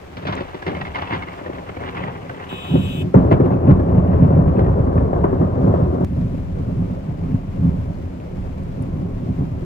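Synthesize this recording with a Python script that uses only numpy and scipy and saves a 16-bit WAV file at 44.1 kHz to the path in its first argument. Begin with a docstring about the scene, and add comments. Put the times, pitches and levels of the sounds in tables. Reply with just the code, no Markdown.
"""Thunder over a river valley, at two microphone ports: a tearing crackle, then heavy peals and a long dull roll.
The bent lightning channel sends a dense, uneven train of shock waves; filters give their lengths, and
decaying noise the echoes of the valley sides. Light rain is filtered noise with a fine patter, a few
near drops are decaying sines, and a car horn is a sum of upper partials with rattle and rasp.
One bare click comes late, and the roll changes level and colour there."""
import sys
import numpy as np
from scipy import signal
from scipy.fft import rfft, irfft, next_fast_len
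from scipy.io import wavfile
from scipy.ndimage import uniform_filter1d

SR = 44100
rng = np.random.default_rng(int(sys.argv[2]) if len(sys.argv) > 2 else 0)


def log_audio(samples):
    """Write samples as a 16-bit WAV file to the path given in sys.argv[1]."""
    # one column per channel
    frames = np.atleast_2d(samples).T
    # limit to full scale, then quantise
    limited = np.clip(frames, -1, 1)
    pcm = np.round(limited * 32767).astype(np.int16)
    wavfile.write(sys.argv[1], SR, pcm)


N = 425551

# In every spectrum below, levels are relative: only the shape counts, unless noted.

# light rain: f/Hz, level/dB
RAIN_SPECTRUM = [(300, -4.5), (700, -3.5), (1700, -10.5), (2300, -11), (3700, -20.5), (7300, -28),
                 (10600, -36), (13000, -35), (15700, -33.5)]
# loudness of the rain, before its slow fluctuation: t/s, level/dB
RAIN_LEVEL = [(0, -44), (2.4, -44.5), (3.0, -43), (3.4, -51), (4.84, -50), (5.7, -47.5), (9.65, -47.5)]

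# near drops: t/s, nominal level/dB, f/Hz, left-right level/dB, cycles to -60 dB
DROPS = [(.354, -20, 6950, -21, 5.8), (2.0542, -42, 6000, 3, 3), (2.2243, -34, 6000, -3, 3),
         (5.1657, -50.5, 8350, -10, 4.5), (6.0514, -29, 6000, 3, 8), (6.142, -40, 5000, -14, 4),
         (6.212, -48, 3770, 9, 53), (6.934, -33, 5400, 1, 4), (7.31, -28, 2100, 0, 6.7),
         (7.945, -45, 4300, 0, 27), (8.201, -34, 2500, 2, 16), (8.636, -47, 8500, -17, 25),
         (8.824, -19, 9000, 5, 5.6), (8.826, -43, 10500, 3, 150)]
DROP_BUILD_S = 0.00023
# the click, a jump that settles exponentially: t/s, jump level/dB, time constant/s
CLICK = (6.0474, -22, .0012)

# horn partials, the low disc's first: relative level/dB, left-right level/dB
HORN_PARTIALS = [(-61, -4), (-45, 2.5), (-41, -10), (-54.5, 7), (-51.5, 4.5), (-55, 7), (-75, 11.5),
                 (-65, 6.5), (-78, -3), (-58, 0), (-65, 0), (-66, 0), (-55.5, 9.5), (-61, 10), (-50.5, -3),
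                 (-67.5, -6), (-81, 5), (-60, -1), (-77, -3)]
# which harmonics of the low disc sound: multiple of its fundamental
LOW_DISC_MULTIPLES = [7, 8, 9, 10, 11, 12, 22, 24, 32]
# pitch of the low disc, which sags and recovers: t/s, f/Hz of its 8th partial
LOW_DISC_PITCH = [(2.49, 2566), (2.62, 2559), (2.86, 2558), (3.03, 2568)]
# horn partials of steady pitch, from the higher discs and some of the highest tones: f/Hz
STEADY_PARTIALS_HZ = [2315, 2701, 2766, 3087, 3152, 3472, 7331, 8625, 13730, 15332]
# the partial that fades early as the button lifts: f/Hz, t/s at which its fade starts
EARLY_FADING_PARTIAL = (3838, 2.965)
# buzz of the horn discs: f/Hz, level/dB
RATTLE_SPECTRUM = [(3500, -39.5), (5400, -19.5), (7500, -1.5), (9300, -15.5), (11500, -7), (13700, -8.5),
                   (15800, -6)]
# rasp around the loosest partial, growing and then receding: t/s, relative level/dB
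RASP_LEVEL = [(2.5, -67), (2.75, -54), (2.9, -45), (3.0, -54)]
# colour of the rasp: f/Hz, level/dB
RASP_SPECTRUM = [(2450, -24.5), (2750, -8.5), (2890, -1.5), (3050, -7), (3400, -35)]
HORN_ON_S, HORN_OFF_S, HORN_ATTACK_S, HORN_RELEASE_S = 2.474, 3.022, .018, .045
HORN_LAG_S, HORN_TOP_LAG_S = 0.000485, 0.000469   # of the left port; above 9 kHz by another path
HORN_FLUTTER_DB, HORN_FLUTTER_DB_PER_KHZ = 0.5, 0.44
HORN_ECHO_DB, HORN_ECHO_T60_S = -17, 0.25
RATTLE_GROWS_DB, RATTLE_SHARED = 6, .6   # over the blast; gain of the noise common to both ports

# base level of the roll, before and after the click: t/s, deep level/dB, boom level/dB,
# peal level/dB, crackle level/dB
ROLL = [
    [(0, -42, -43.5, -47.5, -51), (.25, -48, -50.5, -49, -56.5), (.6, -44, -49, -43, -38),
     (.9, -46, -46.5, -46.5, -39.5), (1.3, -47.5, -42.5, -42.5, -36), (1.8, -42, -49.5, -44, -45.5),
     (2.3, -51, -36.5, -40, -41.5), (2.65, -43, -38, -44.5, -36), (2.9, -38, -28.5, -39, -56),
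     (3.138, -52, -29.5, -43.5, -47), (3.155, -26.5, -14, -22.5, -42.5), (3.6, -26, -21, -27, -47.5),
     (4.3, -21.5, -16.5, -25.5, -43), (5.0, -20.5, -21, -25.5, -53), (5.5, -27, -27, -29.5, -59),
     (6.044, -29.5, -26, -28.5, -67)],
    [(6.048, -32, -32.5, -44.5, -76), (7.0, -33, -26.5, -38.5, -53), (7.5, -36.5, -28, -42.5, -50),
     (7.7, -33, -31.5, -42, -63), (8.0, -38.5, -29.5, -42, -64), (8.4, -32.5, -33.5, -41.5, -64),
     (9.0, -35.5, -26, -39.5, -84), (9.65, -29, -26.5, -39.5, -66)],
]
# swells, as a stretch of the channel faces the listener; negative lifts have no effect:
# t/s of the top, lift level/dB, lift of the crackle level/dB, rise t/s, fall t/s
SWELLS = [(.3, 23, 27.5, 0.22, 0.24), (0.673, 19, 7.5, 0.027, 0.43), (.81, 21, 8, 0.1, 0.091),
          (.985, 13, 13, 0.05, 0.12), (1.14, 12, 12.5, 0.14, 0.13), (1.49, 11, 4, 0.15, 0.42),
          (1.691, 12, 12, 0.012, 0.016), (1.81, 14.5, 15, 0.097, 0.34), (2.0, 15, 16.5, 0.19, 0.24),
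          (2.41, -7, 8, 0.026, 0.059), (2.54, -3, 5, 0.078, 0.029), (2.74, 23.5, -4, 0.1, 0.18),
          (3.0, 1, -7, 0.032, 0.08), (3.069, 11.5, 0, 0.16, 0.015), (3.153, 8, 8.5, 0.024, 0.06),
          (3.314, 6.5, 21, 0.017, 0.06), (3.41, 11.5, 18, 0.019, 0.012), (3.523, 8, 13, 0.014, 0.03),
          (3.708, 14.5, 17, 0.086, 0.027), (3.95, 5, 7, 0.046, 0.078), (4.16, 2.5, 6.5, 0.086, 0.018),
          (4.248, 7.5, 6.5, 0.066, 0.0093), (4.4, 4.5, -8, 0.29, 0.14), (4.64, 3, 10, 0.15, 0.13),
          (4.89, 7.5, -2, 0.038, 0.044), (4.98, 5.5, 2.5, 0.072, 0.045), (5.25, -9, 12, .03, 0.073),
          (5.428, 13.5, -1, 0.04, 0.039), (5.689, 13, 5, 0.3, 0.16), (5.82, 11.5, 10, 0.057, 0.052),
          (6.2, 13.5, -2, 0.32, 0.34), (6.719, 10, 2, 0.29, 0.038), (6.809, 12.5, -6, 0.067, 0.04),
          (7.25, 7.5, -2, 0.094, 0.039), (7.339, 12, 1, 0.037, 0.021), (7.65, 14, -1, 0.12, 0.29),
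          (8.33, 6, 1, 0.026, 0.24), (8.8, 4.5, -4, 0.034, 0.066), (8.94, 6, 0, 0.077, 0.14),
          (9.3, 6.5, 2, 0.034, 0.037), (9.418, 10, 3, 0.061, 0.035)]
# single claps: t/s, nominal peak of the peal level/dB, base crackle level/dB, ring f/Hz
CLAPS = [(0.167, -20, -29.5, 2320), (0.251, -11, -31, 2560), (0.267, -17, -23.5, 1570),
         (0.286, -7.5, -40, 2140), (0.323, -8, -24, 2120), (0.363, -16, -31, 2460),
         (0.404, -9.5, -29, 2570), (0.543, -14.5, -28.5, 2020), (0.621, -21, -26.5, 1650),
         (0.663, -10, -20, 2070), (0.676, -7, -24.5, 2080), (0.716, -11, -48, 2090),
         (0.746, -21, -26, 2150), (0.765, -10.5, -29, 2150), (0.811, -30, -20.5, 1890),
         (0.848, -50, -24, 2140), (0.866, -41, -28, 2170), (0.944, -28, -23, 2180), (0.954, -24, -18, 2130),
         (0.984, -28, -25, 1780), (0.992, -28, -36, 2300), (1.018, -33, -27, 2170),
         (1.071, -37, -24.5, 2650), (1.105, -20, -25, 2150), (1.122, -14.5, -20, 2120),
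         (1.132, -17, -20.5, 2110), (1.145, -35, -23, 2050), (1.157, -21, -45, 2030),
         (1.172, -33, -36, 2200), (1.221, -28, -23, 2190), (1.232, -37, -29, 2200), (1.317, -38, -32, 2250),
         (1.41, -15, -41, 2000), (1.459, -14, -30, 1820), (1.495, -14.5, -44, 1590),
         (1.528, -21, -31, 2200), (1.69, -15, -33, 2140), (1.765, -12, -30, 2260), (1.801, -21, -33, 2100),
         (1.817, -36, -35, 2200), (1.835, -18, -36, 2100), (1.887, -28, -30, 2340), (1.967, -28, -27, 2230),
         (1.99, -20, -34, 1990), (2.034, -32, -27, 1960), (2.079, -22, -38, 2820), (2.263, -56, -42, 2330),
         (2.292, -44, -25.5, 1546), (2.401, -22, -39, 1900), (2.425, -32, -44, 1690),
         (2.524, -9, -36, 2540), (2.579, -34, -35, 1064), (2.644, -31.5, -35, 1090), (2.752, -2, -32, 1560),
         (3.139, 8, -42, 1530), (3.148, 1.5, -33, 1860), (3.235, -9.5, -50, 1800), (3.31, 3, -32, 1680),
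         (3.321, -8.5, -37.5, 1810), (3.398, 1.5, -37, 1600), (3.413, -22, -48, 1540),
         (3.435, -19, -48, 1660), (3.457, -1.5, -33.5, 1730), (3.502, -4, -43, 1900),
         (3.511, -10, -48, 1600), (3.695, -5, -43, 1630), (3.706, -11, -31, 1590), (3.793, -4, -35, 1680),
         (4.129, -4.5, -39, 1900), (4.161, -10, -47, 1570), (4.225, -22, -37, 1650),
         (4.247, -18, -45, 1700), (4.571, -15, -41, 1520), (4.589, -2, -27.5, 1570),
         (4.642, -12.5, -38, 1880), (4.66, -10, -36, 1820), (4.975, -5, -34, 1790),
         (5.129, -3.5, -34, 1650), (5.16, -0.5, -46, 1740), (5.239, 6.5, -40, 1930),
         (5.253, -28, -52, 1550), (5.326, -2, -46, 1820), (5.409, -1, -42, 1940), (5.552, -26, -52, 1680),
         (5.737, -1, -56, 1570)]
# longest shocks: f/Hz, level/dB
RUMBLE_SPECTRUM = [(10, -36.5), (22, -26.5), (35, -7.5), (50, -11), (65, 1), (85, 2.5), (110, -27.5),
                   (200, -78)]
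# long shocks: f/Hz, level/dB
BOOM_SPECTRUM = [(50, -37), (85, -5.5), (101, 0.5), (135, -2.5), (178, 0), (193, -1.5), (216, -14),
                 (259, -4.5), (320, -18.5), (420, -50), (700, -120)]
# upper body of the long shocks: f/Hz, level/dB
BODY_SPECTRUM = [(170, -38), (250, 0), (310, 2.5), (370, 10), (430, -2), (520, -11.5), (700, -56)]
# base level of the upper body: t/s, level/dB
BODY_LEVEL = [(0, -55), (2.6, -53), (2.7, -43), (3.1, -36.5), (3.16, -28.5), (3.6, -31.5), (4.0, -32),
              (4.8, -38), (5.5, -43.5), (6.04, -32.5), (6.06, -45), (7.7, -48.5), (9.65, -40.5)]
# middle shocks: f/Hz, level/dB
PEAL_SPECTRUM = [(140, -31), (230, -11.5), (259, -15.5), (383, -2), (461, -6), (549, -5), (856, -18.5),
                 (1070, -18.5), (1400, -31), (1800, -41), (2210, -51.5), (3740, -120)]
# short shocks: f/Hz, level/dB
CRACKLE_SPECTRUM = [(400, -35.5), (700, 13), (1000, 16.5), (1400, 6), (2000, -2.5), (2800, 1.5), (3500, -5),
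                    (4200, -24.5), (6000, -42.5), (9000, -68)]
# sharp fronts of near shocks: f/Hz, level/dB
EDGE_SPECTRUM = [(2500, -6), (3500, -0.5), (4400, -10.5), (5200, -13.5), (6200, -23), (9000, -60)]
# gain of the sharp fronts against the crackle: t/s, level/dB
NEARNESS = [(0, -6.5), (1.2, -21.5), (1.5, -21), (2.5, -28), (3.2, -17), (4.7, -21), (6, -31.5),
            (9.65, -23.5)]
# snaps in the crackle and at the front of each clap: f/Hz, level/dB
SNAP_SPECTRUM = [(500, -19.5), (900, 2.5), (1400, 3.5), (2100, 4), (2450, -9.5), (2800, -5.5), (3500, -9.5),
                 (4200, -18.5), (5500, -30), (8000, -67.5)]
# lowest shocks of the late roll: f/Hz, level/dB
SHUDDER_SPECTRUM = [(12, -31), (24, 20), (36, 21), (55, 10), (75, -48)]
# two partners of each clap's ring: nominal pitch ratio, mean level/dB
RING_PARTNERS = [(.46, -1.5), (1.331, -14)]
# filter of the valley echo, with its gain kept: f/Hz, level/dB against the direct sound
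ECHO_SPECTRUM = [(30, -1.5), (100, -14), (300, -14.5), (800, -2), (2000, 6), (5000, -14.5)]
SHUDDER_DB = -37.5   # before the swells
DEEP_FOLLOWS, PEAL_FOLLOWS = 0.36, 0.5   # share of the swell's lift, against the boom
DEEP_LATE_S = 0.068   # the deepest shocks swell later
CREST_DB = 12.5   # a clap's nominal peak over its rms
BOOM_UNDER_PEAL_DB, BODY_UNDER_PEAL_DB, RING_OVER_CRACKLE_DB = 1.5, 6, 13   # parts of a clap
CLAP_BUILD_S, RING_BUILD_S = 0.0026, .0055
CLAP_EDGE_DB = 5   # a clap's sharp front over its crackle, before the nearness
SNAPS_PER_S, SNAPS_END_S = 700, 2.6   # nominal rate; loose snaps belong to the early tearing
SNAP_DB, FRONT_OVER_CRACKLE_DB = -12, 13.5   # against the crackle; the front is one click
CRACKLE_PAN_DB = -5   # left-right, of rings and snaps

# shading by the body, shared out at about two thirds to each port: f/Hz, left-right level/dB
PORT_SHADING = [(60, -1), (110, 1), (200, -2.5), (380, 2), (700, 4), (1290, 0.5), (2380, 1.5), (4400, 2),
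                (8120, 1.5), (15000, 1)]
CUTOFF_HZ = 15900
SIDES = np.array([[.5], [-.5]])   # shares a left-right difference between the ports


def from_db(db):
    """Amplitude ratio: 20 dB is a factor of ten."""
    return 10 ** (np.asarray(db) / 20)


def rms_one(x):
    """Normalisation of power: the signal is scaled to rms 1."""
    return x / np.sqrt(np.mean(x ** 2) + 1e-20)


def in_time(rows):
    """Linear interpolation: each column of a curve becomes one value per sample."""
    s, *columns = np.transpose(rows)
    return [np.interp(np.arange(N) / SR, s, c) for c in columns]


def at_hz(points, hz):
    """Logarithmic frequency axis: levels are interpolated along it."""
    point_hz, level_db = np.transpose(points)
    return np.interp(np.log(hz + 1), np.log(point_hz), level_db)


def colour(x, spectrum, scale=1, unit=False):
    """Minimum phase: folding the cepstrum gives a causal filter with the given spectrum."""
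    size = 8192
    hz = np.arange(size // 2 + 1) * SR / size
    cepstrum = irfft(scale * at_hz(spectrum, hz) * np.log(10) / 20)
    cepstrum[1:size // 2] *= 2
    cepstrum[size // 2 + 1:] = 0
    response = irfft(np.exp(rfft(cepstrum)))
    if unit:   # white input keeps its power
        response /= np.sqrt(np.sum(response ** 2))
    response = response.reshape((1,) * (x.ndim - 1) + (-1,))
    return signal.oaconvolve(x, response, axes=-1)[..., :N]


def later(x, lag_s):
    """Path difference: a linear phase slope delays the sound, even by part of a sample."""
    size = next_fast_len(N + 64)
    cycles_per_sample = np.arange(size // 2 + 1) / size
    return irfft(rfft(x, size) * np.exp(-2j * np.pi * lag_s * SR * cycles_per_sample), size)[:N]


def drift(pole_hz):
    """Random fluctuation: noise through a double-pole low-pass, of rms 1."""
    step = 40   # samples between computed values
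    r = np.exp(-2 * np.pi * pole_hz * step / SR)
    slow = signal.lfilter([1], [1, -2 * r, r * r], rng.standard_normal(N // step + 2002))[2000:]
    return np.interp(np.arange(N) / step, np.arange(len(slow)), rms_one(slow))


def grains(per_s, spread_db):
    """Random point process: clicks of uneven size and sign, scaled to rms 1."""
    sizes = from_db(spread_db * np.minimum(rng.exponential(1, N), 4))
    signed = sizes * rng.choice([-1, 1], N)
    return rms_one(signed * (rng.random(N) < per_s / SR))


def rain():
    """Superposition of impacts: far rain is hiss, nearer drops a patter, mostly each port's own."""
    level_db, = in_time(RAIN_LEVEL)
    shared = rng.standard_normal(N)
    ports = []
    for port in range(2):
        hiss = rng.standard_normal(N) + 0.13 * shared
        patter = from_db(-3.0) * grains(1200, spread_db=4.0)
        ports.append(colour(hiss + patter, RAIN_SPECTRUM))
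    return from_db(level_db + 0.72 * drift(12.0)) * rms_one(np.array(ports))


def near_drops():
    """Damped oscillation: each drop builds up at its own pitch and decays exponentially."""
    out, t = np.zeros((2, N + 900)), np.arange(900) / SR
    for s, db, ring_hz, pan_db, cycles in DROPS:
        at = int(s * SR)
        decay = from_db(-60 * t * ring_hz / cycles)
        drop = np.sin(2 * np.pi * ring_hz * t) * decay * (1 - np.exp(-t / DROP_BUILD_S))
        out[:, at:at + 900] += from_db(db + pan_db * SIDES) * drop
    return out[:, :N]


def bare_click():
    """Step and relaxation: one negative jump, equal at both ports, settles exponentially."""
    s, jump_db, settle_s = CLICK
    out, t, at = np.zeros((2, N)), np.arange(900) / SR, int(s * SR)
    out[:, at:at + 900] -= from_db(jump_db) * np.exp(-t / settle_s)
    return out


def horn_partials(on):
    """Harmonic series: of discs near 320 and 390 Hz only upper partials carry, the highest unsteadily."""
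    t, out = np.arange(N)[on] / SR, 0
    wavering = t + 3e-5 * drift(28)[on]   # the contact breaker is slightly uneven
    pitch = in_time(LOW_DISC_PITCH)[0][on]
    low_hz = np.mean(pitch) / 8
    sagging = wavering + np.cumsum(pitch / np.mean(pitch) - 1) / SR
    partials = [(k * low_hz, sagging) for k in LOW_DISC_MULTIPLES]
    partials += [(hz, wavering) for hz in STEADY_PARTIALS_HZ]
    fading_hz, fade_s = EARLY_FADING_PARTIAL
    for (hz, clock), (db, pan_db) in zip(partials, HORN_PARTIALS):
        chance = np.interp(t, np.linspace(t[0], t[-1], num=36), rng.standard_normal(36))
        flutter_db = (HORN_FLUTTER_DB + HORN_FLUTTER_DB_PER_KHZ * hz / 1000) * chance
        if abs(hz / fading_hz - 1) < .05:
            flutter_db -= np.clip((t - fade_s) * 500, 0, 12)
        # the whole left port is delayed afterwards; the highest partials need a little less
        lead_s = (HORN_LAG_S - HORN_TOP_LAG_S) * (hz > 9000)
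        cycles = hz * (clock + [[lead_s], [0]]) + rng.random()
        out = out + from_db(db + np.array([[pan_db], [0]]) + flutter_db) * np.sin(2 * np.pi * cycles)
    return out


def car_horn():
    """Forced vibration: discs sound, rattle and rasp, at the right port first; the valley echoes them."""
    t, out = np.arange(N) / SR, np.zeros((2, N))
    off_s = HORN_OFF_S + HORN_RELEASE_S
    on = slice(int(HORN_ON_S * SR), int(off_s * SR))
    out[:, on] = horn_partials(on)
    rattle = RATTLE_SHARED * rng.standard_normal(N) + rng.standard_normal((2, N))
    growth = from_db(np.interp(t, [HORN_ON_S, off_s], [-RATTLE_GROWS_DB, 0]))
    out += from_db([[-54], [-57]]) * growth * colour(rattle, RATTLE_SPECTRUM, unit=True)
    out += from_db(in_time(RASP_LEVEL)[0]) * colour(rng.standard_normal(N), RASP_SPECTRUM, unit=True)
    blast_s = [HORN_ON_S, HORN_ON_S + HORN_ATTACK_S, HORN_OFF_S, off_s]
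    out *= from_db(np.interp(t, blast_s, [-60, 2.5, 4.5, -60.5]))
    tail = rng.standard_normal((2, SR // 4)) * from_db(-60 * t[:SR // 4] / HORN_ECHO_T60_S)
    tail *= from_db(HORN_ECHO_DB) / np.sqrt(np.sum(tail ** 2, axis=1, keepdims=True))
    echo = signal.oaconvolve(out, tail, axes=1)[:, :N]
    return np.array([later(out[0], HORN_LAG_S), out[1]]) + echo


def swelling():
    """Directivity of the channel: lifts in dB, of roll and crackle, climb to each top and fall back."""
    lifts_db = np.zeros((2, N))
    for s, db, crackle_db, rise_s, fall_s in SWELLS:
        on = slice(int((s - rise_s) * SR), int((s + fall_s) * SR))
        shape = np.interp(np.arange(on.start, on.stop) / SR, [s - rise_s, s, s + fall_s], [0, 1, 0])
        lifts_db[:, on] = np.maximum(lifts_db[:, on], np.outer([db, crackle_db], shape))
    return lifts_db


def clap_envelope(db, t60):
    """Exponential build-up and decay: each clap rises within milliseconds and dies away."""
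    hits, build = np.zeros(N), np.exp(-1 / (CLAP_BUILD_S * SR))
    hits[(np.array(CLAPS)[:, 0] * SR).astype(int)] = from_db(db)
    decaying = signal.lfilter([1], [1, -from_db(-60 / (t60 * SR))], hits)
    return signal.lfilter([1 - build], [1, -build], decaying)


def clap_rings(db, pitches_hz, cycles):
    """Damped resonance: each clap's crackle rings raggedly around its own pitch and two partners."""
    out, t = np.zeros(N + 1500), np.arange(1500) / SR
    ragged = uniform_filter1d(rng.standard_normal((len(db), 3, 1500)), size=90, axis=2) * np.sqrt(90)
    chance = rng.standard_normal((len(db), 3))
    ratios, partner_db = np.transpose([(1, 0)] + RING_PARTNERS)
    for (s, *rest), level_db, hz, rag, c in zip(CLAPS, db, pitches_hz, ragged, chance):
        at = int(s * SR)
        detuned = ratios * (1 + .04 * c * (ratios != 1))   # the partners only
        gains = from_db(partner_db + 1.9 * c)[:, None] * (1 + 0.21 * rag)
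        tones = gains * np.sin(2 * np.pi * np.outer(detuned, hz * t))
        envelope = from_db(level_db - 60 * t * hz / cycles) * (1 - np.exp(-t / RING_BUILD_S)) ** 2
        out[at:at + 1500] += envelope * tones.sum(axis=0)
    return out[:N]


def scattered(shocks, pitches_hz, sharpness):
    """Scattering by turbulence and ground: shocks are dealt to short resonances, each its own colour."""
    dealt, out = rng.integers(0, len(pitches_hz), N), 0
    for k, hz in enumerate(pitches_hz):
        r = np.exp(-np.pi * hz / sharpness / SR)
        poles = [1, -2 * r * np.cos(2 * np.pi * hz / SR), r * r]
        share = shocks * (dealt == k) + 1e-18
        out = out + signal.lfilter([1, 0, -1], poles, share) * (1 - r * r) / 2
    return out * np.sqrt(len(pitches_hz))


def from_the_left(shocks, swell, spectrum, lag_s, echo_t60):
    """Arrival delay and reverberation: the left port leads; each port's own echoes trail the swell."""
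    direct = shocks * swell
    fade = from_db(-120 / (echo_t60 * SR))   # of power, per sample
    trailing_power = []
    for part in np.split(direct ** 2 + 1e-18, [int(CLICK[0] * SR)]):   # no echo carries over the click
        smoothed, _ = signal.lfilter([1 - fade], [1, -fade], part, zi=[np.mean(part[:2000])])
        trailing_power.append(smoothed)
    trailing = np.sqrt(np.concatenate(trailing_power))
    echoes = colour(trailing * rng.standard_normal((2, N)), ECHO_SPECTRUM)
    return colour(np.array([direct, later(direct, lag_s)]) + echoes, spectrum, unit=True)


def thunder():
    """Shock waves from a bent channel: one uneven train, heard at several lengths, swells and claps."""
    deep_db, boom_db, peal_db, crackle_db = in_time(np.vstack(ROLL))
    lift_db, crackle_lift_db = swelling()
    s, clap_db, clap_crackle_db, clap_hz = np.transpose(CLAPS)
    t = np.arange(N) / SR

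    shocks = grains(2500 * from_db(2.3 * drift(25)), spread_db=3.0)
    more_shocks = grains(1000 * from_db(3.1 * drift(30)), spread_db=3.0)
    coloured = scattered(more_shocks, np.geomspace(300, 6000, num=26), sharpness=24.0)
    shocks[((s + CLAP_BUILD_S) * SR).astype(int)] = 10.6   # a strong front leads every clap

    # levels of the roll and its claps, from the deepest shocks to the sharpest
    bunching = drift(28.5)
    late_db = np.interp(np.arange(N) - DEEP_LATE_S * SR, np.arange(N), lift_db)
    clap_rms_db = clap_db - CREST_DB
    shudder = from_db(SHUDDER_DB + 0.5 * late_db) * (np.arange(N) > CLICK[0] * SR)
    deep = from_db(deep_db + DEEP_FOLLOWS * late_db)
    boom = from_db(boom_db + lift_db + 1.63 * bunching)
    boom += clap_envelope(clap_rms_db - BOOM_UNDER_PEAL_DB, 0.036)
    body = from_db(in_time(BODY_LEVEL)[0] + 0.43 * lift_db + 2.4 * bunching)
    body += clap_envelope(clap_rms_db - BODY_UNDER_PEAL_DB, 0.046)
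    peal = from_db(peal_db + PEAL_FOLLOWS * lift_db + 0.12 * bunching)
    peal += clap_envelope(clap_rms_db, 0.028)
    tearing = from_db(crackle_db + crackle_lift_db + 3.0 * bunching)
    crackle = tearing + clap_envelope(clap_crackle_db, 0.014)
    edge = tearing + clap_envelope(clap_crackle_db + CLAP_EDGE_DB, 0.056)
    edge *= from_db(in_time(NEARNESS)[0])

    rings = clap_rings(clap_crackle_db + RING_OVER_CRACKLE_DB, clap_hz, cycles=59.0)
    loose = grains(SNAPS_PER_S * from_db(4 * drift(20)), spread_db=3.0)
    snaps = scattered(loose, np.geomspace(750, 4500, num=14), sharpness=6.0)
    snaps = snaps * tearing * from_db(SNAP_DB) * (t < SNAPS_END_S)
    snaps[((s + RING_BUILD_S) * SR).astype(int)] += from_db(clap_crackle_db + FRONT_OVER_CRACKLE_DB)
    leaning = from_db(CRACKLE_PAN_DB * SIDES)

    out = from_the_left(shocks, shudder, SHUDDER_SPECTRUM, 0.00057, echo_t60=0.92)
    out += from_the_left(shocks, deep, RUMBLE_SPECTRUM, 0.00025, echo_t60=.6)
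    out += from_the_left(shocks, boom, BOOM_SPECTRUM, 0.000093, echo_t60=.25)
    out += from_the_left(shocks, body, BODY_SPECTRUM, 0.000307, echo_t60=0.15)
    out += from_the_left(0.92 * shocks + 1.09 * coloured, peal, PEAL_SPECTRUM, 0.00044, echo_t60=0.24)
    out += from_the_left(0.37 * shocks + 0.37 * coloured, crackle, CRACKLE_SPECTRUM, 0.00044, echo_t60=0.064)
    out += from_the_left(0.5 * shocks + 0.2 * coloured, edge, EDGE_SPECTRUM, 0.000447, echo_t60=0.083)
    out += colour(np.array([snaps, later(snaps, 0.000399)]), SNAP_SPECTRUM, unit=True) * leaning
    out += np.array([rings, later(rings, 0.00037)]) * leaning
    return out


def scene():
    """Superposition: the pressures of all sources add at the two ports."""
    return rain() + near_drops() + bare_click() + car_horn() + thunder()


def record(dry):
    """Shading and saturation: the body shades the ports unevenly, peaks are rounded, the top is cut."""
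    ports = np.array([colour(dry[0], PORT_SHADING, 0.67), colour(dry[1], PORT_SHADING, -0.69)])
    rounded = 1.062 * np.tanh(ports / 1.093)
    cut = signal.cheby2(24, 70, CUTOFF_HZ, fs=SR, output="sos")
    return signal.sosfilt(cut, rounded)


dry = scene()
out = record(dry)
log_audio(out)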